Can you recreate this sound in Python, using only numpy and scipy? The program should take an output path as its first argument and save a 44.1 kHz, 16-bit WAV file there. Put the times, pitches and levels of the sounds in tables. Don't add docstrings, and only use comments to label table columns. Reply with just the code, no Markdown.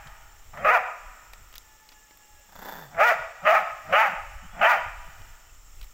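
import sys
import numpy as np
from scipy import signal
from scipy.fft import rfft, irfft, next_fast_len
from scipy.io import wavfile
from scipy.ndimage import uniform_filter1d, minimum_filter1d

SR = 44100
rng = np.random.default_rng(int(sys.argv[2]) if len(sys.argv) > 2 else 0)


def persist_wave(psi):
    counts = np.round(np.clip(psi, -1, 1) * 32767).astype(np.int16)
    wavfile.write(sys.argv[1], SR, np.atleast_2d(counts).T)


def gain_from_db(level_db):
    decades = np.asarray(level_db, float) / 20
    return 10 ** decades


N = 261513
LEAD = SR
DELAY_S = .004
# t/s, level/dB, hum f/Hz, hum level/dB
SNORE_CURVE = [(2.44, -71.5, 204, -74), (2.55, -46, 191.7, -59.5), (2.62, -42, 190.5, -58),
               (2.68, -37, 185, -65.5), (2.75, -41.5, 177.3, -53.5), (2.83, -45, 156.3, -50),
               (2.88, -56, 132.3, -52.5), (2.92, -63, 122.5, -60)]


def evened(x):
    return x / np.sqrt(np.mean(x ** 2) + 1e-20)


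def noise(length):
    return rng.standard_normal(length)


def read(points, hz):
    f, value = np.transpose(points)
    return np.interp(np.log(hz + 1), np.log(f + 1), value)


def columns(rows):
    s, *rest = np.transpose(rows)
    t = np.arange(s[0], s[-1], 1 / SR)
    return [t] + [np.interp(t, s, c) for c in rest]


def add(mix, s, sound):
    part = mix[round(s * SR):][:len(sound)]
    part += sound[:len(part)]


def coloured(x, points):
    size = next_fast_len(len(x) + 2048)
    gain = gain_from_db(read(points, np.fft.rfftfreq(size, 1 / SR)))
    return evened(irfft(rfft(x, size) * gain, size)[:len(x)])


def resonate(x, hz, width):
    turn = np.exp(2j * np.pi * np.cumsum(hz * np.ones(len(x))) / SR)
    r = np.exp(-np.pi * width / SR)
    once = signal.lfilter([1 - r], [1, -r], x / turn + 1e-18)
    return 2 * (turn * signal.lfilter([1 - r], [1, -r], once)).real


def drift(length, hz):
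    width = max(int(SR / hz), 1)
    return evened(uniform_filter1d(uniform_filter1d(noise(length), width), width))


def air():
    # f/Hz, level/dB per Hz
    leaf_colour = [(88, -50), (150, -10), (752, -9.5), (847, -5), (1030, -10.5), (1330, -3), (1590, -17),
                   (1720, -7), (2220, -9.5), (3420, -12), (4330, -18), (7370, -12), (9700, -26),
                   (15300, -10.5), (16500, -21.5)]
    # f/Hz, width/Hz, level/dB
    insects = [(5350, 280, -71.5), (5667, 180, -72), (6474, 100, -71), (6830, 84, -74), (7190, 44, -68),
               (7370, 98, -69), (7727, 120, -73), (8100, 170, -72)]
    swell_db = drift(N, 1.4)
    out = gain_from_db(-59 + 0.91 * drift(N, 3.9)) * coloured(noise(N), leaf_colour)
    for hz, width, db in insects:
        out += gain_from_db(db + 0.49 * swell_db) * evened(resonate(noise(N), hz, width))
    return out


def wind():
    # t/s, level/dB
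    gusts = [(0.0, -43), (0.26, -52.5), (0.63, -51), (0.69, -60.5), (1.53, -45.5), (1.8, -63.5),
             (2.84, -56), (3.15, -66), (3.2, -56.5), (4.1, -62), (4.21, -45.5), (4.61, -45), (4.74, -60),
             (4.84, -45), (5.33, -46), (5.37, -55.5), (5.85, -41.5), (5.93, -48)]
    t, thump_db = columns(gusts)
    flutter_db = -65.5 + 0.72 * (thump_db + 55)
    thump = coloured(noise(len(t)), [(5, 2), (20, 8.0), (45, 4.5), (70, -18), (120, -52.0)])
    flutter = coloured(noise(len(t)), [(40, -32), (65, 5.0), (110, -4.0), (200, -26.5), (400, -36.5)])
    lumps_db = drift(len(t), 14.0)
    pressure = gain_from_db(thump_db + 2.4 * lumps_db) * thump
    pressure += gain_from_db(flutter_db + 3.6 * lumps_db) * flutter
    return np.pad(pressure, (0, N))[:N]


def wood(x):
    # f/Hz, t60/s
    decay = [(250, 1.23), (700, 1.47), (1400, 1.79), (2500, 1.64), (5000, 4.5), (12000, 0.93)]
    # delay/s, spread/s, level/dB
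    echoes = [(0.049, 0.02, -20.5), (.12, 0.023, -18), (0.199, 0.024, -33)]
    length = 2 * SR
    t, taps = np.arange(length) / SR, np.zeros(length)
    at = np.arange(400, length - 20, 20)
    taps[at + rng.integers(0, 20, len(at))] = rng.choice([-1., 1.], len(at))
    hz, frame_s, z = signal.stft(taps, SR, nperseg=256)
    dying = gain_from_db(-60 * frame_s / read(decay, hz)[:, None])
    tail = signal.istft(z * dying, SR, nperseg=256)[1][:length]
    back = gain_from_db(-19) * tail / np.linalg.norm(tail) * 1.257
    for delay, spread, db in echoes:
        echo = taps * np.exp(-.5 * ((t - delay) / spread) ** 2)
        back += gain_from_db(db) * signal.lfilter([.5], [1, -.5], echo / np.linalg.norm(echo))
    thin = signal.butter(2, 380, "high", fs=SR)
    return signal.lfilter(*thin, signal.fftconvolve(x, back)[:len(x)])


def wind_knocks():
    # t/s, f/Hz, level/dB
    puffs = [(4.44, 176, -50), (3.2, 130, -56), (2.4, 570, -64.5), (0.48, 55, -52), (1.4, 63, -54),
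             (3.72, 106, -57), (.62, 90, -48), (0.063, 96, -50), (4.87, 90, -46.5), (5.08, 101, -52.5),
             (5.2, 78, -49.5)]
    out, size = np.zeros(N), 3000
    for s, hz, db in puffs:
        add(out, s - .03, gain_from_db(db) * evened(resonate(noise(size), hz, 66)) * np.hanning(size))
    return out


def twigs():
    # t/s, peak level/dB, ring f/Hz, brightness/dB, t60/s
    ticks = [(0.0713, -36.5, 1800, -27, 0.051), (1.3341, -28, 2380, -12, 0.019),
             (1.5272, -40, 1800, -6, 0.025), (1.54, -32.5, 1980, -27, 0.017),
             (1.5552, -35, 3030, -1.5, 0.064), (1.5812, -25.5, 4260, -4.5, 0.0095),
             (1.8893, -37, 3480, -10, 0.026), (1.918, -41, 1720, -17, 0.087),
             (2.1096, -40.5, 1710, -19, 0.02), (2.173, -45.5, 2417, 3, 0.014),
             (2.3974, -48.5, 1680, -1, 0.02), (5.218, -39.5, 1804, -18, 0.015),
             (5.548, -51, 5560, -6, 0.021), (5.8135, -36, 2600, -9, 0.027), (5.8286, -41, 3400, -1, 0.06),
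             (5.844, -45, 2360, 2, 0.025), (5.869, -49, 2390, -5, 0.017)]
    size = 3000
    out, t = np.zeros(N), np.arange(size) / SR
    for s, db, hz, bright_db, t60 in ticks:
        burst = noise(size)
        ring = evened(resonate(burst, hz, 4500))
        crack = gain_from_db(bright_db + 5.5 - 2600 * t) * evened(resonate(burst, 14000, 7700))
        add(out, s, gain_from_db(db - 8.0 - 60 * t / max(t60, .003)) * (ring + crack))
    return out


def course(call, run_up_s, growl_db, end_s, hum_db, second_hz):
    # stage (-1 run-up starts, 0 snap, 1 close), chest hum/dB, breath over effort/dB
    stages = [(-1.1, -62.5, -11.5), (-0.62, -52, -21.5), (0, -45.5, -32), (0.26, -60, -29.5),
              (0.82, -65, -24), (0.062, -72.5, -26)]
    shut_jaw_hz, jaw_share = 790, 0.16
    (snap, _, first_hz, open_hz), (close, last_db, last_hz, shut_hz) = call[0], call[-1]
    before = [(snap - run_up_s, growl_db - 17, first_hz - 600 * run_up_s, shut_jaw_hz),
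              (snap - 1e-4, growl_db, first_hz, open_hz)]
    after = [(close + end_s, last_db - 24, last_hz - 650 * end_s, shut_hz)]
    t, effort_db, hz, mouth_hz = columns(before + call + after)
    stage = np.interp(t, [t[0], snap, close, t[-1]], [-1, -0.014, 1, 1.8])
    at, chest_db, breath_db = np.transpose(stages + [(1.4, hum_db, stages[-1][2])])
    return (t, stage, effort_db, hz, np.interp(stage, at, chest_db), np.interp(stage, at, breath_db),
            mouth_hz, second_hz + jaw_share * (mouth_hz - shut_jaw_hz))


def vocal_folds(stage, hz, clearest):
    size = len(hz)
    share, clear_odd, clear_rough = clearest
    clear = np.exp(-((stage - share) / .29) ** 4)
    odd = .9 + (clear_odd - .9) * clear
    rough = .55 + (clear_rough - .55) * clear
    turns = np.cumsum(hz * (1 + .07 * rough * drift(size, 120))) / SR
    pulses = np.zeros(size)
    for k in range(3, 15):
        waver = gain_from_db((.8 + .22 * k) * drift(size, 60))
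        fade = gain_from_db(-.006 * np.maximum(k * hz - 2280, 0))
        slip = .15 * (k - 3) * drift(size, 73)
        line = np.cos(2 * np.pi * k * turns + 0.0812 * k * k + slip)
        pulses += (odd if k % 2 else 1) * waver * fade * line
    pulses += np.clip(1 - 1.33 * odd, 0, 1) * np.cos(4 * np.pi * turns)
    gate = .3 + np.exp(-(2 * turns % 1) / .35)
    drive = (1 - rough) * pulses / np.sqrt(3.75 * (1 + odd ** 2))
    drive += 1.6 * rough * evened(gate * noise(size))
    drive += .24 * evened(resonate(gate * noise(size), 2200, 1500))
    return turns, gate, drive


def bark(call, around, clearest, highs):
    # width/Hz, level/dB
    moving = [(230, 2.5), (280, -2)]
    # f/Hz, width/Hz, level/dB
    upper = [(693, 160, -10.5), (1243, 207, -3), (1847, 547, -7.5), (2440, 520, -10.5)]
    # f/Hz, width/Hz, level/dB, fade/s
    snap_ring = (2940, 448, -25, 0.08)
    # f/Hz, level/dB per Hz
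    teeth = [(1760, -37), (3000, -1), (3340, -3), (4220, -11), (4700, -8.5), (6570, -10.5), (9060, -23),
             (15100, -11.5), (16200, -13), (16500, -64)]
    # t/s, jump/dB
    flaps = [(.538, 8), (0.574, 10), (2.945, 8), (2.968, 6.5), (3.45, 1.5), (3.896, 7.5), (3.908, 4.5),
             (4.593, 7)]
    t, stage, effort_db, hz, chest_db, breath_db, *mouth_hz = course(call, *around)
    size = len(t)
    effort_db = uniform_filter1d(effort_db, 350)
    hz = uniform_filter1d(hz, 900)
    turns, gate, drive = vocal_folds(stage, hz, clearest)

    ring_hz, ring_width, ring_db, fade = snap_ring
    breath_extra_db, ring_extra_db = highs
    ring_db = ring_db + ring_extra_db * np.exp(-((t - call[0][0] - .015) / fade) ** 2)
    heard = t + DELAY_S
    flaps_db = sum(db * (heard > s) * np.exp(-abs(heard - s) / 0.011) for s, db in flaps)
    upper_db = (stage < 0) * (-5 + 0.32 * flaps_db)
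    modes = [(f, *m) for f, m in zip(mouth_hz, moving)] + upper + [(ring_hz, ring_width, ring_db)]
    throat = np.zeros(size)
    for k, (f, width, db) in enumerate(modes):
        throat += (-1) ** k * gain_from_db(db + (k > 0) * upper_db) * resonate(drive, f, width)
    muzzle = signal.butter(3, [430, 3050], "band", fs=SR, output="sos")
    throat = signal.sosfilt(muzzle, throat)
    throat /= np.sqrt(uniform_filter1d(throat ** 2, 900) + 1e-12)

    breath = gain_from_db(breath_db + breath_extra_db) * gain_from_db(2.1 * drift(size, 50)) * coloured(gate * noise(size), teeth)
    voice = gain_from_db(effort_db + flaps_db) * (throat + breath)
    rumble = 0.94 * evened(resonate(noise(size), hz, 140))
    chest = gain_from_db(chest_db) * (np.cos(2 * np.pi * turns) + rumble)
    return (voice + chest) * signal.windows.tukey(size, .06)


def birds():
    # middle t/s, from f/Hz, to f/Hz, length/s, level/dB
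    chirps = [
        (4.45, 2800, 3250, .1, -57),
        (4.53, 3300, 3380, .14, -62),
        (5.5, 2850, 2450, .03, -58),
        (5.8, 2800, 2500, .04, -60),
        (.605, 3300, 3000, .06, -54),
    ]
    out = np.zeros(N)
    for s, from_hz, to_hz, length, db in chirps:
        glide = np.linspace(from_hz, to_hz, int(length * SR))
        tone = np.sin(2 * np.pi * np.cumsum(glide) / SR)
        add(out, s - length / 2, gain_from_db(db) * tone * np.hanning(len(glide)))
    return out


def far_note():
    # multiple of the pitch, level/dB
    overtones = [(1, -69.5), (2, -69.5), (3.3, -78.5)]
    start_s, length_s = 1.6, 0.93
    share = np.arange(0, length_s, 1 / SR) / length_s
    size = len(share)
    turns = np.cumsum((880 - 47.55 * share) * (1 + 0.0048 * drift(size, 36))) / SR
    notes = sum(gain_from_db(db + 4.2 * drift(size, 39)) * np.cos(2 * np.pi * k * turns) for k, db in overtones)
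    out = np.zeros(N)
    add(out, start_s, np.sqrt(2) * gain_from_db(4.5 * share) * notes * signal.windows.tukey(size, .15))
    return out


def snore():
    # f/Hz, level/dB per Hz
    rattle_colour = [(47, -62), (80, -32), (173, -2.5), (325, -9), (690, -1), (746, -1.5), (909, 4.5),
                     (1090, -6.5), (1750, -2), (2390, -20), (3420, -18.5), (7100, -22.5), (9000, -47),
                     (11700, -68.5), (19800, -120)]
    # f/Hz, width/Hz, level/dB
    nose = [(3500, 250, -16.5), (4630, 380, -29)]
    t, level_db, hum_hz, hum_db = columns(SNORE_CURVE)
    size = len(t)
    flap = ((t - 2.451) * 30.2 + .05 * drift(size, 13)) % 1
    depth = np.clip(1 - (t - t[0]) / .35 * .8, .2, 1)
    chop = 1 - depth + 1.37 * depth * np.minimum(flap / 0.19, 1) * np.exp(-(flap / .5) ** 3)
    turns = np.cumsum(129.8 * (1 + 0.27 * drift(size, 60))) / SR
    gate = 0.19 + np.exp(-(turns % 1) / 0.52)
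    drive = np.diff(np.floor(turns), prepend=0) * 8 + gate * noise(size)
    rattle = coloured(drive, rattle_colour)
    rattle += sum(gain_from_db(db) * evened(resonate(drive, hz, width)) for hz, width, db in nose)
    rush = np.sqrt(chop) * gate * noise(size)
    hiss = evened(resonate(resonate(rush, 14100, 5000), 14400, 5400))
    hum = gain_from_db(hum_db) * np.sqrt(2) * np.cos(2 * np.pi * np.cumsum(hum_hz) / SR)
    breath = gain_from_db(level_db) * (rattle + gain_from_db(-10) * hiss) + hum
    return chop * breath * signal.windows.tukey(size, .1)


def scene():
    # t/s, effort/dB, slow fold rate f/Hz, first throat resonance f/Hz
    calls = [
        [(0.641, -20, 193.3, 580), (0.69, -15.5, 210.3, 596), (0.724, -20, 248.7, 774),
         (0.748, -15.5, 244.7, 794), (0.772, -21, 203.8, 750)],
        [(2.972, -33.5, 169.7, 680), (3.005, -13.5, 192.1, 674), (3.058, -19, 247.6, 770),
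         (3.098, -17.5, 234.7, 690), (3.12, -21, 214, 630)],
        [(3.447, -28, 197.4, 620), (3.471, -14, 204.8, 600), (3.521, -17, 224.7, 687), (3.569, -17, 217, 770),
         (3.59, -23.5, 207.3, 776)],
        [(3.92, -22.5, 188, 610), (3.936, -16.5, 185.6, 612), (3.972, -17, 214.4, 767),
         (4.016, -18, 225.5, 830), (4.065, -22, 201, 800)],
        [(4.608, -20.5, 201.7, 740), (4.648, -14.5, 205.5, 716), (4.688, -19, 244.9, 880),
         (4.708, -17, 234.3, 810), (4.742, -20.5, 192, 800)],
    ]
    # growled run-up/s, growl at the snap/dB, dying end/s, chest hum/dB, second resonance f/Hz
    arounds = [
        (.118, -33.5, 0.054, -64, 1297),
        (.082, -41, 0.046, -58, 1375),
        (.037, -33.5, .06, -57.5, 1284),
        (.08, -35.5, .08, -51, 1363),
        (.088, -35.5, .075, -56, 1380),
    ]
    clearest = [
        (.62, .2, .25),
        (.57, .2, .25),
        (.3, .8, .4),
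        (.55, .75, .3),
        (.7, .7, .42),
    ]
    # breath/dB, bright ring at the snap/dB
    bark_highs = [(-0.5, 3), (3.5, 6), (1, 16.5), (2, 20), (0, 16)]
    dog = np.zeros(LEAD + N)
    for parts in zip(calls, arounds, clearest, bark_highs):
        start = LEAD / SR + DELAY_S + parts[0][0][0] - parts[1][0]
        add(dog, start, bark(*parts))
    add(dog, start - 5, gain_from_db(-1.5) * bark(*parts))
    add(dog, LEAD / SR + SNORE_CURVE[0][0], snore())
    small_sounds = wind_knocks() + twigs() + birds() + far_note()
    return ((dog + wood(dog))[LEAD:] + air() + wind() + small_sounds)[None]


def roll_off(x):
    return signal.sosfilt(signal.butter(12, 16680, fs=SR, output="sos"), x)


def record(dry):
    ceiling = .47
    room_left = minimum_filter1d(ceiling / np.maximum(abs(dry), ceiling), 301)
    limited = dry * uniform_filter1d(room_left, 301)
    edge = signal.firwin(301, 15900, window=("kaiser", 8), fs=SR)
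    return roll_off(signal.oaconvolve(limited, edge[None], "same"))


dry = scene()
out = record(dry)
persist_wave(out)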